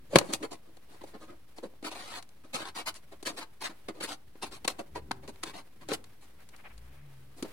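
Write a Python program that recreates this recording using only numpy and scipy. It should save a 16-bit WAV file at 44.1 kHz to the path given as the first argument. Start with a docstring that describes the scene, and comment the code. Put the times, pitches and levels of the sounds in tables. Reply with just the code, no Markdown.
"""A small room, close to a plastic storage box: a box cutter is pulled again and again through its lid.
The lid knocks as it is set in place; then the blade rasps along in short slips, sticks, and cracks free.
Every tiny tear and snap rings the lid's damped modes, and now and then one mode sings out as a creak.
Skin rubs the handle, sleeves rustle over faint hiss and rumble, and twice a low hum glides past."""
import sys
import numpy as np
from scipy import signal
from scipy.fft import rfft, irfft
from scipy.io import wavfile
from scipy.ndimage import uniform_filter1d

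SR = 44100
rng = np.random.default_rng(int(sys.argv[2]) if len(sys.argv) > 2 else 0)


def log_audio(samples):
    """Write samples as a 16-bit WAV file to the path given in sys.argv[1]."""
    # one column per channel
    frames = np.atleast_2d(samples).T
    # limit to full scale, then quantise
    limited = np.clip(frames, -1, 1)
    pcm = np.round(limited * 32767).astype(np.int16)
    wavfile.write(sys.argv[1], SR, pcm)


N = 331632


def amp(db):
    """Decibels to gain."""
    return 10 ** (np.asarray(db) / 20)


def unit(x):
    """Scales to an rms of one."""
    return x / np.sqrt(np.mean(x ** 2) + 1e-20)


def pan(left_db):
    """Stereo gains that put the left channel left_db above the right."""
    return amp([[left_db / 2], [-left_db / 2]])


def curve_at(points, hz):
    """Reads a curve over log frequency."""
    freq_hz, value = np.transpose(points)
    return np.interp(np.log(hz + 1), np.log(freq_hz), value)


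def flutter(size, smooth_samples):
    """A smoothed random modulator with an rms of one."""
    return unit(uniform_filter1d(rng.standard_normal(size), size=smooth_samples))


def add(mix, start_s, sound):
    """Mixes a stereo sound in at start_s."""
    part = mix[:, max(round(start_s * SR), 0):][:, :sound.shape[1]]
    part += sound[:, :part.shape[1]]


# Slips of the blade; body and treble are relative to the level:
# start_s, length_s, level_db, body_db, treble_db
SLIPS = [(.32, 0.021, -43, 2, 7), (.503, .032, -52, 8, 0.5), (1.832, 0.043, -42, 0, -5),
         (1.901, .028, -46, -4, -5), (1.938, 0.18, -50, -6, -5), (2.108, 0.075, -46, -10.5, -5.5),
         (2.526, 0.03, -37.5, -3.5, -2), (2.564, 0.061, -44, -4, -8), (2.638, .046, -44.5, -9, -10),
         (2.743, 0.062, -42.5, -7.5, -5.5), (2.854, 0.029, -37.5, -12, -1.5), (2.94, 0.024, -58, -6, 6.5),
         (3.248, .026, -37.5, -4, -0.5), (3.277, .021, -44, 0.5, -2.5), (3.308, 0.064, -70, 15, 4),
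         (3.359, 0.029, -45, -3.5, -2), (3.397, 0.031, -45, -8, -9.5), (3.601, 0.028, -45, -2, -2.5),
         (3.628, 0.033, -38, -12.5, -5.5), (3.998, 0.013, -41, -0.5, -5.5), (4.014, 0.027, -41, -1, 1.5),
         (4.064, 0.066, -45, -4.5, -3), (4.413, 0.021, -38.5, -1.5, -4.5), (4.443, 0.029, -52.5, -1, -3),
         (4.504, 0.058, -54, -1, -0.5), (4.643, 0.0056, -36, 0.5, -4), (4.671, 0.032, -45.5, -0.5, 0),
         (5.427, 0.0083, -40.5, -1.5, -2.5), (5.443, 0.055, -49, -2, -5), (5.527, 0.07, -51.5, 0, -6),
         (5.877, 0.041, -45, 1.5, -6), (5.922, 0.017, -39, -3, 3.5)]


def blade_slips(attack_s=0.022, release_s=0.039):
    """The blade slips forward through the plastic in bright, even rasps; short ones peak at their end."""
    out = np.zeros((2, N))
    spots = [lid_ring(t60_s=0.021, panel_db=-17)[:, :2400] for _ in range(24)]
    for start_s, length_s, level_db, body_db, treble_db in SLIPS:
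        rise_s = min(attack_s, length_s)
        push = pressure(rise_s, hold_s=length_s - rise_s, fall_s=min(release_s, 1.66 * length_s))
        rasp = stick_slip(push, spots, grains_per_s=12000, spread_db=2.5, judder_db=1.6)
        rasp = band_eq(rasp, np.sum(push ** 2), level_db, body_db, treble_db, bite_db=1.4, left_db=1.5)
        add(out, start_s, rasp)
    return out


def pressure(rise_s, hold_s, fall_s, size=16000):
    """Pressure on the lid builds, holds and lets go."""
    t = np.arange(size) / SR
    attack = np.sin(np.pi / 2 * np.clip(t / rise_s, 0, 1)) ** 1.5
    release = np.clip(1 - (t - rise_s - hold_s) / fall_s, 0, 1) ** 2
    return attack * release


def stick_slip(push, spots, grains_per_s, spread_db, judder_db, spot_s=0.05):
    """Thousands of tiny tears or catches a second, clumped by stick and slip; each rings the lid."""
    size = len(push)
    judder = flutter(size, 140)
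    grains = (rng.random(size) < grains_per_s / SR) * rng.choice([-1, 1], size)
    accents = np.minimum(rng.exponential(1, size), 4)
    grains = grains * push * amp(spread_db * accents + judder_db * judder)
    # the contact travels, crossfading from one spot's ring to the next
    travel = np.arange(size) / SR / spot_s
    spots_passed = int(travel[push > 0].max(initial=0)) + 2
    out = 0
    for step, spot in enumerate(rng.permutation(len(spots))[:spots_passed]):
        fade = np.cos(np.pi / 2 * np.minimum(abs(travel - step), 1))
        out = out + signal.oaconvolve((grains * fade)[None], spots[spot], axes=1)
    return out


# Knocks, cracks and ticks, voiced like the slips: start_s, level_db, body_db, treble_db
SNAPS = [(.1569, -10.5, -0.5, -9), (0.1856, -21, -12, 4), (0.211, -35, 7.5, -25), (.335, -31, -4.5, 7),
         (0.7686, -58.5, 7, -1.5), (1.583, -49, 8.5, -8.5), (1.735, -66, 12.5, -18),
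         (1.8262, -53.5, 15.5, -2), (2.225, -52, -7.5, 5), (2.2905, -62, -22.5, 7.5),
         (2.9417, -58.5, -26.5, 14), (3.227, -52, 12.5, 6.5), (3.885, -41, 6, -7), (4.354, -57, 9, -20),
         (4.677, -31, 3, 5), (4.6792, -26, -10, 2), (4.791, -44, 6.5, -12), (4.958, -41, 1, -12),
         (5.1099, -29, -4, -25), (5.1145, -29, -22, -4.5), (5.277, -48.5, 3, -1.5), (5.358, -53.5, -14, -7),
         (5.4344, -34.5, -6.5, 2), (5.887, -44, 11, 3.5), (5.9162, -30.5, 4.5, -14), (6.0408, -53, -8.5, 2),
         (6.405, -64, -7, -2.5), (6.489, -61.5, -3, 9), (6.563, -62.5, -10, 9.5), (6.778, -61, -5, 8.5),
         (7.425, -42, 4, 4)]


def cracks(attack_s=0.0003):
    """A knock or split rings the lid once; the more body it has, the longer it rings."""
    out = np.zeros((2, N))
    for start_s, level_db, body_db, treble_db in SNAPS:
        t60_s = 0.034 * 2 ** (body_db / 22)
        ring = lid_ring(t60_s, panel_db=-10)
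        attack = 1 - np.exp(-np.arange(ring.shape[1]) / SR / attack_s)
        energy = SR * t60_s / (2 * np.log(1000))  # of a decay that starts at full level
        snap = band_eq(ring * attack, energy, level_db, body_db, treble_db, bite_db=1.5, left_db=4)
        add(out, start_s, snap)
    return out


# Cutter scuffing the lid and, at 0.204 s, the first knock's faint ring dying away:
# start_s, length_s, level_db, body_db, treble_db
SCUFFS_AND_TAIL = [(0.091, 0.14, -53, 12, -1.5), (.125, 0.096, -38, 12.5, -10), (0.204, 0.2, -60, -2, 3),
                   (0.276, .1, -48, 9.5, -6), (.395, 0.046, -62.5, 22, 0), (.42, 0.047, -38.5, 5.5, -8.5),
                   (.64, 0.1, -69.5, 12, -5.5), (.87, 0.18, -61.5, 3.5, -5), (1.003, 0.039, -51.5, 2, -13),
                   (1.033, 0.017, -52.5, 14, -4), (1.05, .095, -64, 2, 2), (1.125, 0.066, -51.5, 6.5, -17),
                   (1.19, .12, -58, 6.5, -4.5), (1.27, 0.097, -57, 8.5, -12.5), (1.554, .07, -59, 0, 1),
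                   (1.62, 0.072, -52, 14, -7.5), (2.43, 0.069, -60.5, 6.5, -6.5),
                   (3.107, 0.061, -55, 6, -8), (3.686, .05, -50.5, 3.5, -8), (3.877, 0.04, -42.5, 6.5, -10),
                   (3.931, 0.14, -60.5, 10, -7), (4.78, 0.046, -44, 8, -7.5),
                   (4.942, 0.065, -43.5, 2.5, -9.5), (5.218, 0.069, -57.5, 4.5, -10),
                   (5.272, 0.045, -50, 7, -3), (5.802, 0.056, -54, -4, -11), (6.202, 0.086, -64, -9, 1),
                   (7.355, 0.082, -67, 13.5, 7), (7.425, 0.076, -52.5, 9.5, -11)]


def scuffs_and_tail(peak_share=0.31):
    """Lid and cutter rub in blunt swells, mostly body; one faint swell is the first knock's tail."""
    out = np.zeros((2, N))
    spots = [lid_ring(t60_s=0.046, panel_db=-16)[:, :2400] for _ in range(24)]
    for start_s, length_s, level_db, body_db, treble_db in SCUFFS_AND_TAIL:
        push = pressure(rise_s=peak_share * length_s, hold_s=0, fall_s=(1 - peak_share) * length_s)
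        swell = stick_slip(push, spots, grains_per_s=6000, spread_db=3, judder_db=2.2)
        swell = band_eq(swell, np.sum(push ** 2), level_db, body_db, treble_db, bite_db=-1.5, left_db=0.5)
        add(out, start_s, swell)
    return out


# Creaks and booms of the lid and, at 5.06 s, a faint 384 Hz overtone of the first low hum:
# start_s, t60_s, pitch_hz, level_db
TONES = [(.13, 0.056, 556, -28), (0.158, 0.13, 92, -37), (.159, 0.059, 154, -21), (.157, 0.044, 367, -18.5),
         (.157, 0.022, 518, -11.5), (1.215, 0.13, 1235, -56), (1.285, .12, 1256, -54.5),
         (1.636, 0.08, 514, -47.5), (4.957, 0.047, 980, -33.5), (4.975, .06, 445, -43),
         (5.06, 0.79, 384, -58.5), (5.11, 0.043, 260, -38.5), (5.111, 0.018, 894, -27),
         (5.114, 0.02, 1540, -31.5), (5.282, 0.067, 390, -47), (5.922, 0.057, 463, -32),
         (7.424, 0.049, 259, -33), (7.426, 0.053, 360, -33.5)]


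def creaks_and_overtone(wobble=0.014, rise_share=0.088, size=16000):
    """Wobbling, decaying tones: lid modes set singing by a knock or the blade, and the hum's overtone."""
    out, t = np.zeros((2, N)), np.arange(size) / SR
    for start_s, t60_s, pitch_hz, level_db in TONES:
        rise_s = rise_share * t60_s
        attack = np.sin(np.pi / 2 * np.minimum(t / rise_s, 1))
        decay = amp(level_db - 60 * np.maximum(t - rise_s, 0) / t60_s)
        bent_hz = pitch_hz * (1 + wobble * flutter(size, 300))
        tone = -np.sqrt(2) * attack * decay * np.sin(2 * np.pi * np.cumsum(bent_hz) / SR)
        add(out, start_s, np.array([tone, tone]))
    return out


# The lid's boxy panel modes: pitch_hz, gain_db, t60_s
PANEL_MODES = [(322, 1.5, 0.07), (397, 0, 0.036), (492, 1, 0.018), (540, -6.5, 0.063), (736, -6, 0.027),
               (916, -5.5, 0.042), (1082, -4, 0.053), (1250, -11.5, 0.043), (1560, -7.5, 0.022)]
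# Tone of its wash of dense modes: freq_hz, gain_db
WASH_EQ = [(110, -17), (180, -11), (290, 3.5), (650, -1), (1000, 2), (1600, -5.5), (2100, -7.5),
           (3300, -7.5), (4350, -5), (5200, -15.5), (7500, -11), (10500, -12), (11900, -22), (16000, -27)]


def lid_ring(t60_s, panel_db, evenness=0.4, size=6000):
    """The lid's answer to one snap: dense damped modes, and panel modes whose mix depends on the spot."""
    t, hz = np.arange(size) / SR, np.fft.rfftfreq(size, 1 / SR)
    weights = 1 + 0.25 * rng.standard_normal(len(PANEL_MODES))
    panel = sum(weight * amp(gain_db - 60 * t / ring_s) * np.sin(2 * np.pi * pitch_hz * t)
                for weight, (pitch_hz, gain_db, ring_s) in zip(weights, PANEL_MODES))
    wash = stereo_noise(WASH_EQ, size, lean=1) * amp(-60 * t / t60_s)
    # soft plastic is so damped that its modes overlap: no single one stands far out
    spectrum = rfft(wash)
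    bumps = np.sqrt(np.mean(abs(spectrum) ** 2, 0)) / amp(curve_at(WASH_EQ, hz))
    gate = t < min(2 * t60_s, 0.09)
    smoothed = irfft(spectrum / bumps ** evenness, size) * gate
    return unit(smoothed) * np.sqrt(np.mean(wash ** 2)) - amp(panel_db) * panel


# The plastic's four bands (body, middle, bite, fizz): low_hz, high_hz
BANDS = [(135, 650), (700, 2200), (2200, 5200), (5200, 17000)]


def band_eq(x, energy, level_db, body_db, treble_db, bite_db, left_db):
    """Brings each band to the given energy, then sets its gain and pan; the body stays centred."""
    out = np.zeros_like(x)
    gains_db = (body_db, 0, bite_db + 0.44 * treble_db, treble_db)  # harder contact adds bite and fizz
    for edges_hz, gain_db, side_db in zip(BANDS, gains_db, (0, left_db, left_db, left_db)):
        band = signal.sosfilt(signal.butter(4, edges_hz, "band", fs=SR, output="sos"), x)
        band *= np.sqrt(energy / (np.sum(band ** 2, 1, keepdims=True) + 1e-20))
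        out += amp(level_db + gain_db) * unit(pan(side_db)) * band
    return out


# How alike left and right sound: freq_hz, correlation
STEREO_LIKENESS = [(100, 0.99), (500, 0.5), (1000, 0.4), (1700, .25), (3000, 0.03), (16000, 0.1)]
# The two microphones' unequal tone: freq_hz, left_over_right_db
STEREO_LEAN = [(250, 9), (750, -6), (2200, 4), (3100, -2.5), (4000, 6), (5300, 1.5), (5900, 13.5),
               (7500, -3), (9200, 7.5), (10500, -5), (12000, -2)]


def stereo_noise(eq, size, lean=0):
    """Coloured noise, narrow in the bass and wide in the treble; lean tips its bands left or right."""
    hz = np.fft.rfftfreq(size, 1 / SR)
    left, unrelated = rfft(rng.standard_normal((2, size)))
    likeness = curve_at(STEREO_LIKENESS, hz)
    right = likeness * left + np.sqrt(1 - likeness ** 2) * unrelated
    tilt = amp(lean * curve_at(STEREO_LEAN, hz) / 2)
    pair = np.array([left * tilt, right / tilt])
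    return unit(irfft(pair * amp(curve_at(eq, hz)), size))


# The room's decay: freq_hz, t60_s
ROOM_DECAY = [(150, .35), (1000, 0.33), (4000, 0.15), (12000, 0.19)]


def room_reverb(x, wet_db=-19, echoes_per_s=2500, predelay_s=0.007, size=20000):
    """A small furnished room: sparse reflections, the treble dying first."""
    echoes = rng.standard_normal((2, size)) * (rng.random((2, size)) < echoes_per_s / SR)
    echoes *= np.arange(size) > predelay_s * SR
    hz, t, spectrum = signal.stft(echoes, SR, nperseg=256)
    decay = amp(-60 * t / curve_at(ROOM_DECAY, hz)[:, None])
    tail = signal.istft(spectrum * decay, SR, nperseg=256)[1]
    return amp(wet_db) * signal.fftconvolve(x, tail / np.linalg.norm(tail[0]), axes=1)[:, :N]


# The cutter turning in the hand: start_s, length_s, level_db
HANDLE_RUBS = [(6.369, .077, -62), (6.525, .038, -53.5), (6.572, 0.057, -57), (6.629, 0.065, -49),
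               (6.686, 0.052, -57.5), (6.675, .62, -67.5)]
# Tone of skin on the handle: freq_hz, gain_db
HANDLE_EQ = [(200, -20), (700, 1.5), (1100, 0.5), (1500, 0.5), (2400, 2.5), (3100, -7), (4200, -17),
             (6000, -31), (16000, -38)]


def handle_rubs():
    """Skin slides over the handle in a few soft rubs."""
    t = np.arange(N) / SR
    slide = sum(amp(level_db) * np.sin(np.pi * np.clip((t - start_s) / length_s, 0, 1)) ** 2
                for start_s, length_s, level_db in HANDLE_RUBS)
    return stereo_noise(HANDLE_EQ, N) * slide * pan(left_db=3)


# Shifts of the arms and, at 5.1 s, a swell of low rumble under the first hum:
# centre_s, half_length_s, rustle_db, rumble_db
SWELLS = [(.22, 0.31, -70, -60), (1.078, .28, -64, -66), (3.099, 0.31, -69.5, -73),
          (3.796, 0.13, -67.5, -77.5), (4.646, 0.35, -68.5, -60), (5.1, .25, -84, -55.5),
          (5.436, 0.24, -64.5, -61), (5.917, 0.22, -68, -58), (6.697, 0.93, -66.5, -66.5),
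          (7.506, 0.18, -55.5, -60)]


def swell_gains(rest_rustle_db=-67, rest_rumble_db=-66):
    """Rustle and rumble rise in smooth swells over their resting levels."""
    t = np.arange(N) / SR
    power = amp([[rest_rustle_db], [rest_rumble_db]]) ** 2
    for centre_s, half_length_s, rustle_db, rumble_db in SWELLS:
        swell = np.maximum(1 - ((t - centre_s) / half_length_s) ** 2, 0)
        power = power + (amp([[rustle_db], [rumble_db]]) * swell) ** 2
    return np.sqrt(power)


# Tone of the cloth: freq_hz, gain_db
SLEEVE_EQ = [(100, -24), (400, 2), (900, -2.5), (2000, -4.5), (4000, -9.5), (7000, -15), (10000, -11.5),
             (16000, -16.5)]


def sleeves(gain, folds_db=2):
    """Cloth and skin rub unevenly as the arms move."""
    folds = amp(folds_db * flutter(N, 900))
    return stereo_noise(SLEEVE_EQ, N) * gain * folds


# Two low hums, a list of breakpoints each: time_s, pitch_hz, fundamental_db, octave_db
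HUM_GLIDES = [
    [(4.84, 70, -74, -84.5), (4.96, 71.8, -53, -58.5), (5.06, 69.2, -55.5, -58.5), (5.14, 62.3, -73.5, -57),
     (5.25, 70.5, -54.5, -58.5), (5.36, 65.4, -85, -75)],
    [(6.65, 53.5, -75, -91), (6.76, 53.2, -50, -64), (6.84, 60.7, -54.5, -63), (6.95, 66.6, -57.5, -60),
     (7.04, 72.2, -61.5, -55), (7.18, 65.4, -77, -56.5), (7.42, 66, -77, -69.5)],
]


def hums():
    """A faint low tone and its octave swell, glide and fade."""
    out, t = np.zeros(N), np.arange(N) / SR
    for glide in HUM_GLIDES:
        time_s, *columns = np.transpose(glide)
        pitch_hz, fundamental_db, octave_db = [np.interp(t, time_s, column) for column in columns]
        phase = 2 * np.pi * np.cumsum(pitch_hz) / SR
        tone = amp(fundamental_db) * np.sin(phase) + amp(octave_db) * np.sin(2 * phase)
        soft_gate = uniform_filter1d(1.0 * ((t > time_s[0]) & (t < time_s[-1])), size=1000)
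        out += np.sqrt(2) * soft_gate * tone
    return out


# Tone of the low rumble: freq_hz, gain_db
RUMBLE_EQ = [(20, -20), (65, 1), (130, -4), (200, -6.5), (320, -8.5), (700, -29), (2000, -49.5)]
# Tone of the room's hiss: freq_hz, gain_db
HISS_EQ = [(25, -20.5), (60, -22), (100, -21), (270, -35), (600, -37.5), (1100, -40), (2000, -42),
           (3700, -41), (6500, -48), (8400, -53.5), (10400, -47), (16000, -45)]


def room_tone(rumble_gain, hiss_db=-69):
    """A bed of steady hiss, with the shifting rumble and the hums a little to the left."""
    low_end = rumble_gain * stereo_noise(RUMBLE_EQ, N) + hums()
    return amp(hiss_db) * stereo_noise(HISS_EQ, N) + low_end * pan(left_db=3)


def scene():
    """The plastic up front with a touch of room; hand, sleeves and room tone underneath."""
    close = blade_slips() + scuffs_and_tail() + cracks() + creaks_and_overtone()
    rustle_gain, rumble_gain = swell_gains()
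    return close + room_reverb(close) + handle_rubs() + sleeves(rustle_gain) + room_tone(rumble_gain)


def record(dry):
    """Clips at full scale, adds a slight DC offset and cuts the very top."""
    dc_offset, cutoff_hz = -0.0032, 16100
    clipped = np.clip(dry, -1, 1) + dc_offset
    lowpass = signal.firwin(511, cutoff_hz, window=("kaiser", 9), fs=SR)
    return signal.oaconvolve(clipped, lowpass[None], "same")


dry = scene()
out = record(dry)
log_audio(out)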